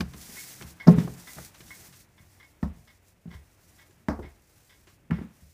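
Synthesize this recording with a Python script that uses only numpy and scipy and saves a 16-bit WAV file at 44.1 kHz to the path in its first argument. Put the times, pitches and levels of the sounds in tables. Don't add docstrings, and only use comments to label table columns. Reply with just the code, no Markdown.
import sys
import numpy as np
from scipy import signal
from scipy.fft import rfft, irfft
from scipy.io import wavfile
from scipy.ndimage import uniform_filter1d

SR = 44100
rng = np.random.default_rng(int(sys.argv[2]) if len(sys.argv) > 2 else 0)


def decibels_to_gain(level_db):
    exponent = np.asarray(level_db, float) / 20
    return 10 ** exponent


def generate_wav(signal):
    frames = np.transpose(np.atleast_2d(signal))
    scaled = np.clip(frames, -1, 1) * 32767
    pcm = np.round(scaled).astype(np.int16)
    wavfile.write(sys.argv[1], SR, pcm)


N = 243873

# (frequency [Hz], level [dB])
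HUM_SPECTRUM = [(15, -33.5), (25, -2), (70, 1.5), (102, 7.5), (130, -31.5), (373, -10.5), (416, -16),
                (591, -12), (887, -36.5), (2550, -20), (4140, -47), (14800, -40.5), (16000, -32.5)]
# (time [s], level [dB])
HAND_WEIGHT = [(0, -61), (.2, -57), (.7, -61), (1.2, -60), (1.8, -62), (2.05, -68.5), (2.9, -70.5),
               (3.15, -74), (3.75, -68), (4.4, -71), (4.9, -70.5), (5.53, -76)]
# (start [s], length [s], hiss level [dB], swell from start to end [dB])
STROKES = [(0, 0.038, -53, -22), (0.077, 0.51, -47, 15.5), (0.571, 0.1, -51, -8), (0.659, 0.086, -52, -12),
           (.79, 0.081, -67, 0), (.865, 0.085, -51, 0), (0.939, 0.2, -54.5, -9), (1.021, 0.49, -51, 15),
           (1.526, 0.36, -52.5, 9.5), (1.774, 0.29, -58, 1), (1.971, 0.082, -62, 3.5),
           (2.08, 0.46, -65, -2), (3.15, 0.14, -76, -1.5), (2.447, 0.18, -70.5, -4.5),
           (2.606, 0.14, -69, -13.5), (2.71, 0.33, -67.5, -2), (3.01, 0.15, -68.5, -1.5),
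           (3.281, .13, -66, -0.5), (3.36, 0.28, -70.5, -7), (3.563, 0.48, -65, -10),
           (4.07, 0.38, -68, -2.5), (4.36, 0.51, -65.5, 10), (4.801, 0.18, -67, 6), (5.1, 0.21, -67.5, 0),
           (5.265, 0.5, -66.5, -6)]
# (time [s], crackle level [dB], table shake level [dB], 60 dB decay [s])
SQUASHES = [(0, -42, -22.5, 0.1), (.5, -56, -64, 0.2), (0.601, -51, -47, 0.46), (0.864, -39.5, -25.5, 0.67),
            (.97, -46, -28, 0.31), (1.04, -54, -34, 0.12), (1.36, -55, -48, 0.47),
            (2.625, -54.5, -62, 0.53), (3.27, -62, -49, 0.28), (3.32, -53.5, -70, 0.27),
            (4.229, -50.5, -43.5, 0.23), (4.92, -75, -59.5, 0.34), (5.1, -66.5, -47, .2),
            (5.12, -54, -66, 1)]
# (frequency [Hz], level [dB])
FLOUR_SPECTRUM = [(880, -36), (1500, -8.5), (1920, -4), (2140, -4.5), (2910, -9.5), (5710, -2),
                  (14600, -6.5), (15500, -3.5), (16000, -32.5)]
# (frequency [Hz], level [dB])
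DOUGH_SPECTRUM = [(150, -40.5), (250, -10), (291, -0.5), (557, -6.5), (735, -3.5), (1080, -6.5), (1990, -9),
                  (4000, -19), (5200, -31), (8800, -120)]
# (time [s], peak level [dB], centre [Hz], 60 dB decay [s], flour spray level [dB])
SLAPS = [(.006, -24, 2060, 0.029, 4.5), (.009, -28.5, 1850, 0.0096, -15), (0.612, -43, 1500, 0.046, -14),
         (.872, -27.5, 870, 0.089, -1), (.879, -22, 809, 0.07, -9), (0.984, -29.5, 980, 0.045, -13),
         (1.077, -35, 790, 0.037, -13), (1.384, -36.5, 1030, 0.088, -24), (2.6295, -32, 900, 0.18, -19),
         (3.259, -59, 1210, 0.098, -25.5), (4.0848, -24, 1000, 0.25, -20), (4.194, -39, 696, 0.09, -28.5),
         (5.108, -30, 1450, 0.17, -28), (5.187, -46.5, 1400, 0.16, -17), (5.22, -49.5, 1200, 0.12, -19)]
# (time [s], peak level [dB], favoured top pitch [Hz], board level [dB], favoured board
# pitch [Hz])
BLOWS = [(.010, -21, 163, -9, 810), (.8715, -10, 202, -8, 614), (0.8782, -9.5, 182, -8, 429),
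         (0.8829, 2, 178, -12, 635), (.982, -9.5, 186, -22, 417), (1.076, -36, 198, 0, 514),
         (1.384, -37.5, 132, -7.5, 719), (1.886, -44.5, 145, -13, 750), (2.199, -47.5, 137, -19.5, 516),
         (2.6288, -16, 211, -15, 806), (4.0852, -10, 262, -12.5, 590), (4.192, -28.5, 282, -3.5, 497),
         (5.102, -25.5, 194, -19, 390), (5.1148, -14, 180, -21, 450)]
# (time [s], peak level [dB], favoured top pitch
# [Hz], board level [dB])
MORE_BLOWS = [(.145, -34, 239, -14.5), (.151, -42, 239, -27), (.293, -40.5, 208, -13),
              (.344, -41.5, 229, -15.5), (.615, -36.5, 245, -9), (0.644, -38.5, 141, -24),
              (1.603, -42.5, 140, -12), (1.793, -55.5, 170, -1), (2.768, -41.5, 150, -28),
              (3.257, -31.5, 174, -20.5), (3.275, -36.5, 176, -19), (3.31, -46, 168, -12.5),
              (3.345, -40, 141, -19), (3.898, -57.5, 292, -2), (4.245, -43.5, 142, -2.5),
              (4.874, -59.5, 251, 3), (5.186, -28, 164, -12.5), (5.214, -23.5, 227, -22),
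              (5.423, -45, 150, -28)]
# (time [s], peak level [dB])
LEANS = [(.010, -26.5), (.145, -40.5), (0.292, -48), (.615, -45), (.645, -36), (.878, -39), (1.383, -42),
         (1.793, -50.5), (2.199, -49), (2.6288, -20), (2.769, -55), (3.274, -40), (3.311, -50.5),
         (3.345, -34), (4.0872, -23), (4.191, -29.5), (4.245, -39), (5.115, -26), (5.186, -39),
         (5.42, -40.5)]
# (frequency [Hz], level [dB], 60 dB decay [s])
LEG_MODES = [(48.6, -13.5, 0.46), (71.5, 3.5, 0.21), (84, -7, .3)]
# (frequency [Hz], level [dB], 60 dB decay [s])
TOP_MODES = [(133.87, 2.5, 0.38), (163.7, -5.5, 0.23), (174.96, 4, 0.23), (204.6, 1, 0.22), (225.4, -1, .2),
             (253, -3, 0.12), (290.4, -3.5, .18)]
# (frequency [Hz], level [dB], 60 dB decay [s])
BOARD_MODES = [(341.5, -0.5, 0.1297), (365, 10, 0.068), (424, -5, 0.34), (491.4, -6.5, .2),
               (533, -2.5, 0.11), (594.5, -2, 0.042), (629.6, -3.5, .1), (722.4, -5.5, 0.099),
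               (854.7, -1.5, 0.049), (1068, -3, 0.097), (1250, -6.5, 0.084)]
# (time [s], peak level [dB], centre [Hz], 60 dB decay [s])
TAPS = [(0.1367, -34, 1200, 0.065), (0.1334, -46, 1920, 0.058), (0.2128, -34.5, 4900, 0.22),
        (0.623, -28.5, 1640, 0.046), (0.9832, -31.5, 1290, 0.28), (1.138, -36, 5900, 0.029),
        (1.334, -27, 6000, 0.02), (1.449, -30, 5920, 0.026), (1.5453, -38.5, 1250, 0.15),
        (1.606, -35.5, 1610, 0.066), (1.6812, -37, 2100, 0.032), (1.927, -42, 1711, 0.21),
        (3.083, -48, 7330, 0.042), (3.8607, -53, 1430, 0.041), (3.9094, -46, 1720, 0.054),
        (4.3594, -57, 2060, 0.031), (4.4213, -50, 7450, 0.0301), (4.871, -45.5, 1320, 0.27)]
# (time [s], peak level [dB], catch relative to drop [dB], rattle of the works [dB])
TICKS = [(0.3661, -43.5, -19, -15), (0.8002, -37, -9.5, -6), (1.272, -43.5, -18, -1),
         (1.7033, -41, -17, -6), (2.1787, -54.5, -12, -0.5), (2.3988, -50.5, -2.5, -2),
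         (2.8751, -57, -6.5, 3.5), (3.3059, -50, 1, -1), (3.7843, -54, -2, 0), (4.2222, -49.5, -1, -4.5),
         (4.6955, -57, -4, 4.5), (5.1277, -48, -1.5, -3.5)]
# (frequency [Hz], level [dB], 60 dB decay [s])
CASE_MODES = [(1650, -8, .04), (1995, -6, .04), (2075, 0, .045), (2168, -1, .045), (2450, -12, .03)]
# (frequency [Hz], level [dB])
WORKS_SPECTRUM = [(700, -19), (1050, -1.5), (1350, -12.5), (1700, -2.5), (2700, -3.5), (3460, 1),
                  (4330, -10.5), (5200, -6), (7000, -25)]
# (frequency [Hz], 60 dB decay [s])
ROOM_DECAY = [(150, 0.47), (600, 0.49), (2000, 0.18), (6000, 0.17), (13000, 0.05)]


def fade(t, t60):
    return np.exp(-np.log(1000) * t / t60)


def colour(x, shape):
    hz, db = np.transpose(shape)
    f = np.arange(len(x) // 2 + 1) * SR / len(x) + 1
    gain = decibels_to_gain(np.interp(np.log(f), np.log(hz), db))
    low_end = np.clip(f / hz[0], 0, 1) ** 2
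    y = irfft(rfft(x) * gain * low_end, len(x))
    return y / np.sqrt(np.mean(y ** 2))


def noise_burst(size, shape):
    return colour(rng.standard_normal(size), shape)


def walk(rate):
    k = int(SR / rate)
    steps = np.repeat(rng.standard_normal(N // k + 1), k)
    return 1.1 * uniform_filter1d(uniform_filter1d(steps, k), k)[:N]


def ring(modes, spread_db, size):
    t = np.arange(size) / SR
    out = np.zeros(size)
    for hz, db, t60 in modes:
        level_luck, pitch_luck = rng.standard_normal(2)
        sine = np.sin(2 * np.pi * hz * (1 + .004 * pitch_luck) * t)
        out += decibels_to_gain(db + spread_db * level_luck) * fade(t, t60) * sine
    return out


def favour(modes, spot_hz, narrow_db):
    return [(hz, db - narrow_db * np.log(hz / spot_hz) ** 2, t60) for hz, db, t60 in modes]


def add(track, s, x):
    i = max(int(s * SR), 0)
    track[i:i + len(x)] += x[:N - i]


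def kitchen_hum():
    return noise_burst(N, HUM_SPECTRUM) * decibels_to_gain(-60.5 - 3.5 + 0.52 * walk(2.7))


def hand_weight_db(t):
    return np.interp(t, *np.transpose(HAND_WEIGHT))


def stroke_gain(t):
    still_db, roundness = -4.5, .7
    power = decibels_to_gain(still_db + hand_weight_db(t)) ** 2
    for s, length, db, swell_db in STROKES:
        part = np.clip((t - s) / length, 0, 1)
        arch = np.abs(np.sin(np.pi * part)) ** roundness
        power = power + (decibels_to_gain(db + swell_db * (part - .5)) * arch) ** 2
    return np.sqrt(power)


def squash_gain(t, column, steady_db):
    rise_s = 0.0083
    power = decibels_to_gain(hand_weight_db(t) + steady_db) ** 2
    for row in SQUASHES:
        since = np.clip(t - row[0], 0, None)
        pressure = np.minimum(since / rise_s, 1) * fade(since, row[3])
        power = power + (decibels_to_gain(row[column]) * pressure) ** 2
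    return np.sqrt(power)


def grains():
    return rng.standard_normal(N) * decibels_to_gain(1.8 * rng.exponential(size=N))


def flour_hiss(t):
    return colour(grains(), FLOUR_SPECTRUM) * stroke_gain(t) * decibels_to_gain(1.4 * walk(44) + 1.2 * walk(150))


def sticky_crackle(t):
    unevenness = decibels_to_gain(1.7 * walk(25) + 0.4 * walk(110))
    return colour(grains(), DOUGH_SPECTRUM) * squash_gain(t, column=1, steady_db=0) * unevenness


def table_shake(t):
    table = ring(TOP_MODES, .1, SR // 2) + decibels_to_gain(-6.5) * ring(LEG_MODES, .1, SR // 2)
    force = rng.standard_normal(N) * decibels_to_gain(2.5 * walk(20))
    shake = signal.fftconvolve(force, table)[:N]
    return shake / shake.std() * squash_gain(t, column=2, steady_db=2.5)


def slaps():
    out, t = np.zeros(N), np.arange(SR // 3) / SR
    spray_shape = [(2800, -15.5), (5200, 4.5), (8000, -17), (15000, -17.0)]
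    for s, db, hz, t60, spray_db in SLAPS:
        air_shape = [(hz / 4, -12), (hz / 1.6, 0), (hz * 1.3, -5), (hz * 2.2, -21), (hz * 3, -36), (15000, -48)]
        crack_shape = [(hz / 3, -10), (hz * .9, 0), (hz * 2.1, -6), (hz * 2.6, -27), (15000, -38)]
        air = noise_burst(len(t), air_shape) * fade(t, t60)
        spray = noise_burst(len(t), spray_shape) * fade(t, 0.74 * t60) * (1 - fade(t, .012))
        crack = noise_burst(len(t), crack_shape) * fade(t, 0.025) * (1 - fade(t, .003))
        add(out, s, decibels_to_gain(db - 5.5) * (1.9 * crack + 0.82 * air + decibels_to_gain(spray_db) * spray))
    return out


def blows():
    out, t = np.zeros(N), np.arange(SR // 2) / SR
    low_cut = signal.butter(2, 120, "high", fs=SR, output="sos")
    pressed = 0.51 + .55 * fade(t, 0.091)
    middle_board_hz = 410
    more_blows = [(*row, middle_board_hz) for row in MORE_BLOWS]
    for s, db, top_hz, boards_db, boards_hz in [*BLOWS, *more_blows]:
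        top = ring(favour(TOP_MODES, top_hz, 115), .6, len(t))
        top = top * (1 - fade(t, .02))
        boards = ring(favour(BOARD_MODES, boards_hz, 26), 1.5, len(t)) * (1 - fade(t, .006))
        wood = signal.sosfilt(low_cut, top + decibels_to_gain(boards_db) * boards)
        add(out, s - .0005, decibels_to_gain(db - 4.0) * pressed * wood)
    return out


def leg_bounces():
    out, t = np.zeros(N), np.arange(SR // 2) / SR
    for s, db in LEANS:
        add(out, s, decibels_to_gain(db - 2.5) * ring(LEG_MODES, 1.0, len(t)) * (1 - fade(t, .08)))
    return out


def taps():
    out, t = np.zeros(N), np.arange(SR // 5) / SR
    for s, db, hz, t60 in TAPS:
        shape = [(hz / 3, -12), (hz, 0), (hz * 4.8, -10), (16000, -30)]
        add(out, s - .0005, decibels_to_gain(db - 12.0) * noise_burst(len(t), shape) * fade(t, t60))
    return out


def clock():
    out, t = np.zeros(N), np.arange(SR // 4) / SR
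    catch_s = 0.028
    for s, db, catch_db, works_db in TICKS:
        for lag, hit_db in ((0, db), (catch_s, db + catch_db)):
            chatter = rng.standard_normal(len(t)) ** 3 * fade(t, 0.092) * (1 - fade(t, 0.036))
            case = signal.fftconvolve(chatter, ring(CASE_MODES, 2.0, len(t)))[:len(t)]
            works = decibels_to_gain(works_db) * colour(chatter, WORKS_SPECTRUM) / 12
            add(out, s - .002 + lag, decibels_to_gain(hit_db + 3.0) * (case / np.abs(case).max() + works))
    return out


def room(x):
    t, tail = np.arange(SR // 2) / SR, 0
    for hz, t60 in ROOM_DECAY:
        band = noise_burst(len(t), [(hz / 3, -12), (hz, 0), (hz * 3, -12)])
        tail = tail + band * fade(t, t60) * np.sqrt(hz)
    tail = tail * np.clip(t / 0.0044, 0, 1)
    return signal.fftconvolve(x, tail / np.sqrt(np.sum(tail ** 2)))[:N]


def scene():
    t = np.arange(N) / SR
    hum = kitchen_hum()
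    rubbing = flour_hiss(t) + sticky_crackle(t) + table_shake(t)
    near = slaps() + blows() + leg_bounces() + taps()
    far = clock()
    answer = room(decibels_to_gain(-15.5) * near + decibels_to_gain(-4) * far)
    return (hum + rubbing + near + far + answer)[None]


def roll_off(x):
    return signal.sosfilt(signal.butter(12, 16250, fs=SR, output="sos"), x)


def record(dry):
    bass_cut = signal.butter(2, 36, "high", fs=SR, output="sos")
    top_cut = signal.ellip(10, .3, 60, 15420, fs=SR, output="sos")
    heard = signal.sosfilt(bass_cut, dry)
    rounded = np.tanh(.6 * heard) / .6
    return roll_off(signal.sosfilt(top_cut, rounded))


dry = scene()
out = record(dry)
generate_wav(out)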